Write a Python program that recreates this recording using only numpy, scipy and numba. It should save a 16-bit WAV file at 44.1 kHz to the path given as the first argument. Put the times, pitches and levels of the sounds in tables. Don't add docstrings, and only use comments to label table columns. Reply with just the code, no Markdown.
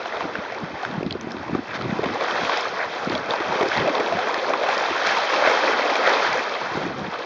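import sys
import numpy as np
from scipy import signal
from scipy.fft import rfft, irfft
from scipy.io import wavfile
from scipy.ndimage import uniform_filter1d
from numba import njit

SR = 44100
rng = np.random.default_rng(int(sys.argv[2]) if len(sys.argv) > 2 else 0)


def generate_wav(signal):
    frames = np.transpose(np.atleast_2d(signal))
    scaled = np.clip(frames, -1, 1) * 32767
    pcm = np.round(scaled).astype(np.int16)
    wavfile.write(sys.argv[1], SR, pcm)


N = 319725
TOP_HZ = 7850


def undb(db):
    return 10 ** (np.asarray(db) / 20)


def unit(x):
    return x / np.sqrt(np.mean(x ** 2))


def colour_db(spectrum, hz):
    freq_hz, level_db = np.transpose(spectrum)
    return np.interp(np.log(hz), np.log(freq_hz), level_db, left=-90, right=-90)


def walk(rate_hz):
    hold = int(SR / rate_hz)
    steps = np.repeat(rng.standard_normal(N // hold + 1), hold)
    smooth = uniform_filter1d(uniform_filter1d(steps, hold), hold)[:N]
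    flutter = smooth - uniform_filter1d(smooth, 3 * hold)
    return flutter / flutter.std()


@njit
def grains(peak, hz, tau, gain, glide, phase, rise):
    out = np.zeros(N)
    for k in range(len(peak)):
        start, angle = int(peak[k] - rise * tau[k]), phase[k]
        for j in range(int((rise + 5) * tau[k])):
            age = j / tau[k] - rise
            angle += 2 * np.pi * hz[k] * (1 + glide[k] * min(age, 1.5)) / SR
            if age < 0:
                envelope = np.sin(.5 * np.pi * (1 + age / rise)) ** 2
            else:
                envelope = (1 + 2 * age) * np.exp(-2 * age)
            if 0 <= start + j < N:
                out[start + j] += gain[k] * envelope * np.sin(angle)
    return out


def hiss(spectrum, swell_db, flicker_db, flicker_hz):
    hz = np.maximum(np.fft.rfftfreq(N, 1 / SR), 1)
    coloured = rfft(rng.standard_normal(N)) * undb(colour_db(spectrum, hz))
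    out = 0
    for band in range(int(2 * np.log2(spectrum[0][0])), int(2 * np.log2(spectrum[-1][0])) + 2):
        share = np.clip(1 - abs(2 * np.log2(hz) - band), 0, 1)
        out = out + irfft(coloured * share, N) * undb(flicker_db * walk(flicker_hz))
    return unit(out * undb(swell_db))


def swarm(spectrum, cycles, glide, scatter_db, count):
    when, where, strength, turn = rng.random((count, 4)).T
    lo, hi = np.sqrt(spectrum[0][0]), np.sqrt(spectrum[-1][0])
    hz = (lo + (hi - lo) * where) ** 2
    gain = hz ** 0.74 * undb(colour_db(spectrum, hz) - scatter_db * np.log(1 - .99 * strength))
    return unit(grains(when * N, hz, cycles * SR / hz, gain, glide * turn, 2 * np.pi * turn, rise=0.4036))


def rings(events, cycles, side_gain, spread_oct, side_length, glide=0):
    time_s, level_db, hz = np.transpose(events)[:3]
    gain = undb(level_db)
    glide = glide + np.zeros_like(hz)
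    tau = cycles * SR / hz / 1.63
    phase = 2 * np.pi * rng.random(len(hz))
    out = grains(time_s * SR - 0.296 * tau, hz, tau, gain, glide, phase, rise=0.305)
    for side in (-1.1, -0.58, 0.1, 0.94):
        detune, late, turn = rng.random((len(hz), 3)).T
        side_hz = np.minimum(hz * 2 ** (spread_oct * side * (.5 + detune)), TOP_HZ - 1000)
        peak = time_s * SR + tau * (late - .6)
        out += grains(peak, side_hz, side_length * tau, side_gain * gain, glide, 2 * np.pi * turn, 0.28)
    return out


def splats(events, cycles, band_hz, gain_db):
    time_s, level_db, hz = np.transpose(events)[:3]
    tau = cycles * SR / hz
    zero = np.zeros_like(hz)
    envelope = grains(time_s * SR - tau, zero, tau, undb(level_db + gain_db), zero, zero + np.pi / 2, .39)
    bandpass = signal.butter(2, band_hz, "band", fs=SR, output="sos")
    return signal.sosfilt(bandpass, envelope * rng.standard_normal(N))


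def gust_gain(t):
    # start_s, hold_s, level_db
    gusts = [(0.156, 0.0092, -42), (0.244, 0.017, -35), (0.375, 0.017, -36), (0.61, 0.022, -32.5),
             (0.71, 0.033, -41), (0.872, 0.31, -35), (1.232, 0.17, -36.5), (1.46, 0.13, -31.5),
             (1.7, 0.078, -40), (1.782, 0.089, -28.5), (1.958, 0.17, -33.5), (2.196, 0.22, -45),
             (2.424, 0.021, -33.5), (2.687, 0.054, -43), (2.86, 0.026, -42.5), (3.08, 0.037, -31),
             (3.127, 0.17, -39), (3.47, .03, -36.5), (3.68, 0.058, -42), (3.785, 0.046, -28),
             (4.125, 0.035, -32.5), (4.69, 0.016, -48), (4.904, .02, -40), (5.07, .02, -38.5),
             (6.287, 0.058, -37.5), (6.62, 0.091, -45), (6.722, 0.26, -34), (6.946, 0.12, -34)]
    lull_db, rise_db_per_s, fall_db_per_s = -53, 500, 298.5
    power = undb(lull_db) ** 2
    for start_s, hold_s, level_db in gusts:
        before_db = rise_db_per_s * np.maximum(start_s - t, 0)
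        after_db = fall_db_per_s * np.maximum(t - start_s - hold_s, 0)
        power = power + undb(level_db - before_db - after_db) ** 2
    return np.sqrt(power)


def wind():
    # freq_hz, density_db
    spectrum = [(15, -52.5), (25, -34.5), (64, -7), (161, -1.5), (330, 0.5), (392, -5.5), (430, -9),
                (600, -28.5), (780, -40.5), (1320, -120)]
    lumps_db = 1.9 * walk(18)
    rumble = hiss(spectrum, lumps_db, flicker_db=2.2, flicker_hz=12)
    puffs = swarm(spectrum, cycles=0.75, glide=-0.023, scatter_db=0.8, count=600)
    return unit(rumble + .5 * puffs * undb(lumps_db))


def thumps():
    # time_s, level_db, pitch_hz
    buffets = [(0.2544, -19, 297), (0.39, -28, 200), (0.6366, -23, 170), (0.9808, -17.5, 169),
               (1.0097, -18, 394), (1.0302, -14.5, 348), (1.0511, -19, 250), (1.0661, -16, 218),
               (1.1165, -26, 286), (1.1559, -16, 368), (1.2447, -23.5, 241), (1.2721, -19, 342),
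               (1.3469, -22.5, 240), (1.3704, -26, 332), (1.4976, -21, 300), (1.533, -20, 200),
               (1.5525, -11, 345), (1.5929, -22, 302), (1.756, -24, 250), (1.8039, -24, 193),
               (1.8598, -17, 368), (1.8982, -20, 202), (1.9281, -15, 202), (1.994, -12, 406),
               (2.0643, -18, 260), (2.435, -24, 202), (3.075, -17, 247), (3.1454, -24, 237),
               (3.499, -28, 170), (3.7764, -21, 257), (3.8273, -23, 172), (4.152, -26, 170),
               (6.7551, -23, 282), (6.7756, -17, 352), (6.8519, -22, 177), (6.8679, -21, 350),
               (7.02, -21.5, 208), (7.0839, -24.5, 187)]
    return rings(buffets, cycles=2.38, side_gain=0.23, spread_oct=1.0, side_length=0.75)


def sea_gains(t):
    # time_s, wash_db, gurgle_over_wash_db, spray_over_wash_db
    run = [(0, -33.5, -3.5, -8), (.3, -33, -2, -10), (.7, -36.5, -1.5, -8.5), (.9, -34, -6, -9.5),
           (1.08, -41, -2.5, -8.5), (1.3, -38.5, -1.5, -9), (1.65, -38, -3.5, -7.5),
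           (1.95, -33, -2.5, -8.5), (2.12, -31.5, -4, -8), (2.3, -26.5, -4, -7.5), (2.58, -26, -9, -6),
           (2.72, -31.5, -4, -7.5), (2.97, -32, -2.5, -6.5), (3.25, -30.5, -5, -11),
           (3.55, -28, -1.5, -7.5), (3.9, -28.5, 1.5, -7.5), (4.3, -29, -0.5, -7), (4.62, -28.5, 0, -7.5),
           (4.85, -25.5, -8, -7.5), (5.2, -24, -7.5, -6), (5.45, -21, -4.5, -6.5), (5.9, -24.5, -3, -7.5),
           (6.28, -22, -5, -7), (6.5, -29, -5.5, -8), (6.75, -30, -6, -7.5), (6.95, -35.5, -2.5, -7.5),
           (7.25, -34.5, -1.5, -7)]
    # time_s, width_ms, wash_swell_db, gurgle_swell_db, spray_swell_db
    sloshes = [(0.21, 30, -0.5, 4, 2.5), (0.85, 30, 2, 1, 2), (0.94, 15, 2, -4, -1.5),
               (1.09, 12, -4, -7, 0), (1.19, 21, -0.5, -5, -4), (1.43, 25, 4, -2, 1.5),
               (1.55, 15, 5.5, 4, 1), (1.7, 26, 5, 1, 0.5), (1.748, 18, 9, 7, 11), (2.04, 18, -2, 15.5, -4),
               (2.16, 22, -3, 7, -1), (2.22, 23, 3.5, 5.5, 0.5), (2.54, 21, 3.5, 6.5, 3),
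               (2.81, 47, 5.5, 0.5, -1), (3.14, 34, 1.5, 1, 4), (3.31, 28, 1.5, 7, 5.5),
               (3.61, 28, 3, 3, 0.5), (3.74, 72, 4, -9, 4), (3.88, 25, 0, 8, 0), (4.0, 20, -1.5, 4, -2.5),
               (4.2, 34, 3, -3, 1.5), (4.54, 24, 2, 5, -2), (4.71, 54, 3, 0, 4), (5.089, 64, 3, 0, 3.5),
               (5.29, 45, -1.5, -7, -2.5), (5.45, 46, 1, 0, -1.5), (6.07, 55, 4.5, 2.5, 2),
               (6.33, 20, 0.5, -6, -2), (6.78, 23, -2.5, 5, 0), (7.13, 33, 5.5, -2, 1)]
    time_s, wash_db, gurgle_db, spray_db = np.transpose(run)
    tracks_db = (wash_db, wash_db + gurgle_db, wash_db + spray_db)
    level_db = np.array([np.interp(t, time_s, db) for db in tracks_db])
    for centre_s, width_ms, *swell_db in sloshes:
        width_s = width_ms / 1000 * np.where(t < centre_s, 0.69, 1)
        level_db += np.outer(swell_db, np.exp(-((t - centre_s) / width_s) ** 2))
    return undb(level_db)


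def spray(surge):
    # freq_hz, density_db
    spectrum = [(1200, -12), (2000, -11), (3000, 4.5), (4200, -1.5), (5500, -4.5), (6500, -9), (8000, -31)]
    crackle = swarm(spectrum, cycles=2.2, glide=.05, scatter_db=4.5, count=9000)
    foam = hiss(spectrum, 0.36 * surge, flicker_db=0.68, flicker_hz=22)
    return unit(foam + 0.67 * crackle * undb(surge))


def drops():
    # time_s, level_db, pitch_hz
    hits = [(0.8511, -30, 3640), (1.0319, -28.5, 2560), (1.0651, -30.5, 3780), (1.1092, -21, 3280),
            (1.1259, -20.5, 4100), (1.2112, -26.5, 6000), (1.308, -35, 5060), (1.3195, -29, 5250),
            (1.7615, -28, 3600), (1.8139, -28, 2900), (1.8221, -27, 4020), (1.9887, -31, 4750),
            (2.311, -21.5, 3130), (2.5732, -19.5, 5160), (2.6096, -21, 5200), (3.0481, -29, 5260),
            (3.0977, -25.5, 4450), (3.1177, -26, 4400), (3.1528, -18.5, 3300), (3.1788, -24, 4460),
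            (3.3082, -17, 3600), (3.6869, -24, 5170), (3.7739, -21, 3980), (3.953, -21.5, 3450),
            (4.3434, -18.5, 5260), (4.7796, -21.5, 4900), (5.186, -19, 4070), (5.8996, -19, 2130),
            (5.9567, -12, 2420), (6.3311, -20, 4630)]
    ticks = rings(hits, cycles=10, side_gain=0.6, spread_oct=0.32, side_length=.35)
    return ticks + splats(hits, cycles=5.4, band_hz=(3000, 5100), gain_db=1.2)


def glugs():
    # time_s, level_db, pitch_hz, length_cycles, glide_per_tau
    pockets = [(0.0609, -22.5, 690, 6.4, -0.023), (0.126, -23, 1800, 9.5, .14),
               (0.1741, -22, 686, 9, -0.14), (0.2088, -17.5, 1210, 11, -0.29),
               (0.3562, -18.5, 1480, 8.2, .03), (0.5253, -23.5, 690, 9, .03), (0.835, -20, 784, 9, -0.08),
               (0.8513, -16.5, 1440, 5.2, 0.11), (0.9419, -24, 730, 7.7, .3),
               (1.3125, -27, 1650, 10.5, -.08), (1.4829, -25, 1040, 6.7, 0.0067),
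               (1.5515, -23, 1290, 10.5, -0.14), (1.8129, -21.5, 1290, 7.3, .01),
               (2.0383, -22, 453, 7.1, 0.17), (2.0463, -17.5, 405, 6.5, -0.059),
               (2.0603, -17.5, 1020, 6.1, 0.1), (2.2107, -17, 1200, 4.8, -0.05),
               (2.4971, -11, 1010, 6.2, 0.034), (2.5846, -19, 660, 9.5, .23),
               (2.6555, -20.5, 1160, 11, .08), (3.0366, -25, 460, 6, 0.06), (3.1052, -20, 348, 6.3, .01),
               (3.1307, -20, 330, 3.9, .01), (3.1611, -21.5, 653, 14, -0.07),
               (3.3015, -22.5, 460, 14, -0.002), (3.3389, -15, 1010, 8.6, -0.24),
               (3.4093, -19, 360, 4.3, .01), (3.421, -21, 1200, 15.5, 0.0058),
               (3.5265, -23.5, 388, 8.3, -0.099), (3.5605, -19, 384, 4.5, .01),
               (3.6163, -14.5, 420, 9.5, 0.055), (3.6342, -14, 392, 4, -0.036), (3.6627, -19, 380, 4, .01),
               (3.6862, -20, 380, 4.4, -0.08), (3.7185, -14, 1590, 9, .08), (3.7809, -12, 1820, 7.7, 0.31),
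               (3.8191, -16.5, 1880, 8, .01), (3.8273, -19.5, 396, 8, .01), (3.8812, -12.5, 572, 9.5, .09),
               (3.903, -18, 297, 5, -0.019), (3.972, -23, 430, 8.3, 0.037), (3.9837, -19, 870, 9.5, -0.023),
               (4.0051, -15, 492, 6.9, -0.011), (4.1284, -16.5, 650, 12, 0.048),
               (4.1927, -18, 733, 12, 0.03), (4.2758, -18, 655, 11, 0.049), (4.2962, -19, 930, 10.5, 0.14),
               (4.3439, -17, 1640, 7.8, 0.16), (4.3814, -22, 390, 5.1, -0.032),
               (4.5389, -15.5, 990, 11, .38), (4.639, -15.5, 600, 8, 0.49), (4.6913, -13, 747, 12, 0.14),
               (4.7098, -16, 1590, 7.7, 0.065), (4.9123, -21, 353, 6.2, -0.043),
               (5.0755, -17.5, 710, 10.5, .25), (5.1725, -12.5, 1000, 8, -.07),
               (5.4269, -15.5, 577, 9, .01), (5.4773, -10.5, 606, 7.3, 0.08),
               (5.5025, -15, 513, 9.4, -0.078), (6.0782, -11, 1480, 8.2, -0.073),
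               (6.163, -23.5, 443, 15, 0.021), (6.5531, -17, 1110, 4.9, 0.029),
               (6.617, -20.5, 850, 10.5, .19), (7.142, -21, 1090, 4.5, .03), (7.1932, -26, 460, 9, 0.24)]
    cycles, glide = np.transpose(pockets)[3:]
    ringing = rings(pockets, cycles, side_gain=0.15, spread_oct=.9, side_length=0.34, glide=glide)
    return ringing + splats(pockets, cycles=2.6, band_hz=(420, 2570), gain_db=2.7)


def wash(surge):
    # freq_hz, density_db
    spectrum = [(88, -37), (150, -37), (182, -16.5), (495, 3), (708, 3), (827, 3), (1560, 0), (2600, -6.5),
                (3380, -44.5), (5720, -120)]
    flow = hiss(spectrum, 0.47 * surge, flicker_db=1.47, flicker_hz=16)
    bubbles = swarm(spectrum, cycles=3.964, glide=0.086, scatter_db=1.3, count=4000)
    water = unit(flow + 0.68 * bubbles * undb(1.54 * surge))
    gurgle = signal.sosfiltfilt(signal.butter(2, 680, fs=SR, output="sos"), water)
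    return unit(gurgle), unit(water - gurgle)


def scene():
    t = np.arange(N) / SR
    wash_gain, gurgle_gain, spray_gain = sea_gains(t)
    surge = unit(walk(14) + walk(35))
    gurgle, rush = wash(surge)
    bed = gust_gain(t) * wind() + gurgle_gain * gurgle + wash_gain * rush + spray_gain * spray(surge)
    return (bed + drops() + glugs() + thumps())[None]


def record(dry):
    # freq_hz, gain_db
    mirror_response = [(8150, -74), (8250, -0.5), (8700, -12), (9250, -19), (9800, -30.5), (10300, -52),
                       (10700, -61)]
    notch_hz, notch_width_hz = 2891, 190
    clock_hz, mirror_top_hz = 16000, 10700
    x = signal.sosfilt(signal.butter(3, 75, "high", fs=SR, output="sos"), dry)
    x = signal.sosfilt(signal.butter(4, 6000, fs=SR, output="sos"), x)
    x = signal.lfilter(*signal.iirnotch(notch_hz, notch_hz / notch_width_hz, SR), x)
    x = signal.sosfilt(signal.cheby2(14, 40, TOP_HZ, fs=SR, output="sos"), x)
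    images = rfft(2 * x * np.cos(2 * np.pi * clock_hz * np.arange(N) / SR))
    mirror_gain = undb(colour_db(mirror_response, np.fft.rfftfreq(N, 1 / SR) + 1))
    mirror = irfft(images * mirror_gain, N)
    return signal.sosfilt(signal.ellip(8, .2, 70, mirror_top_hz, fs=SR, output="sos"), x + mirror)


dry = scene()
out = record(dry)
generate_wav(out)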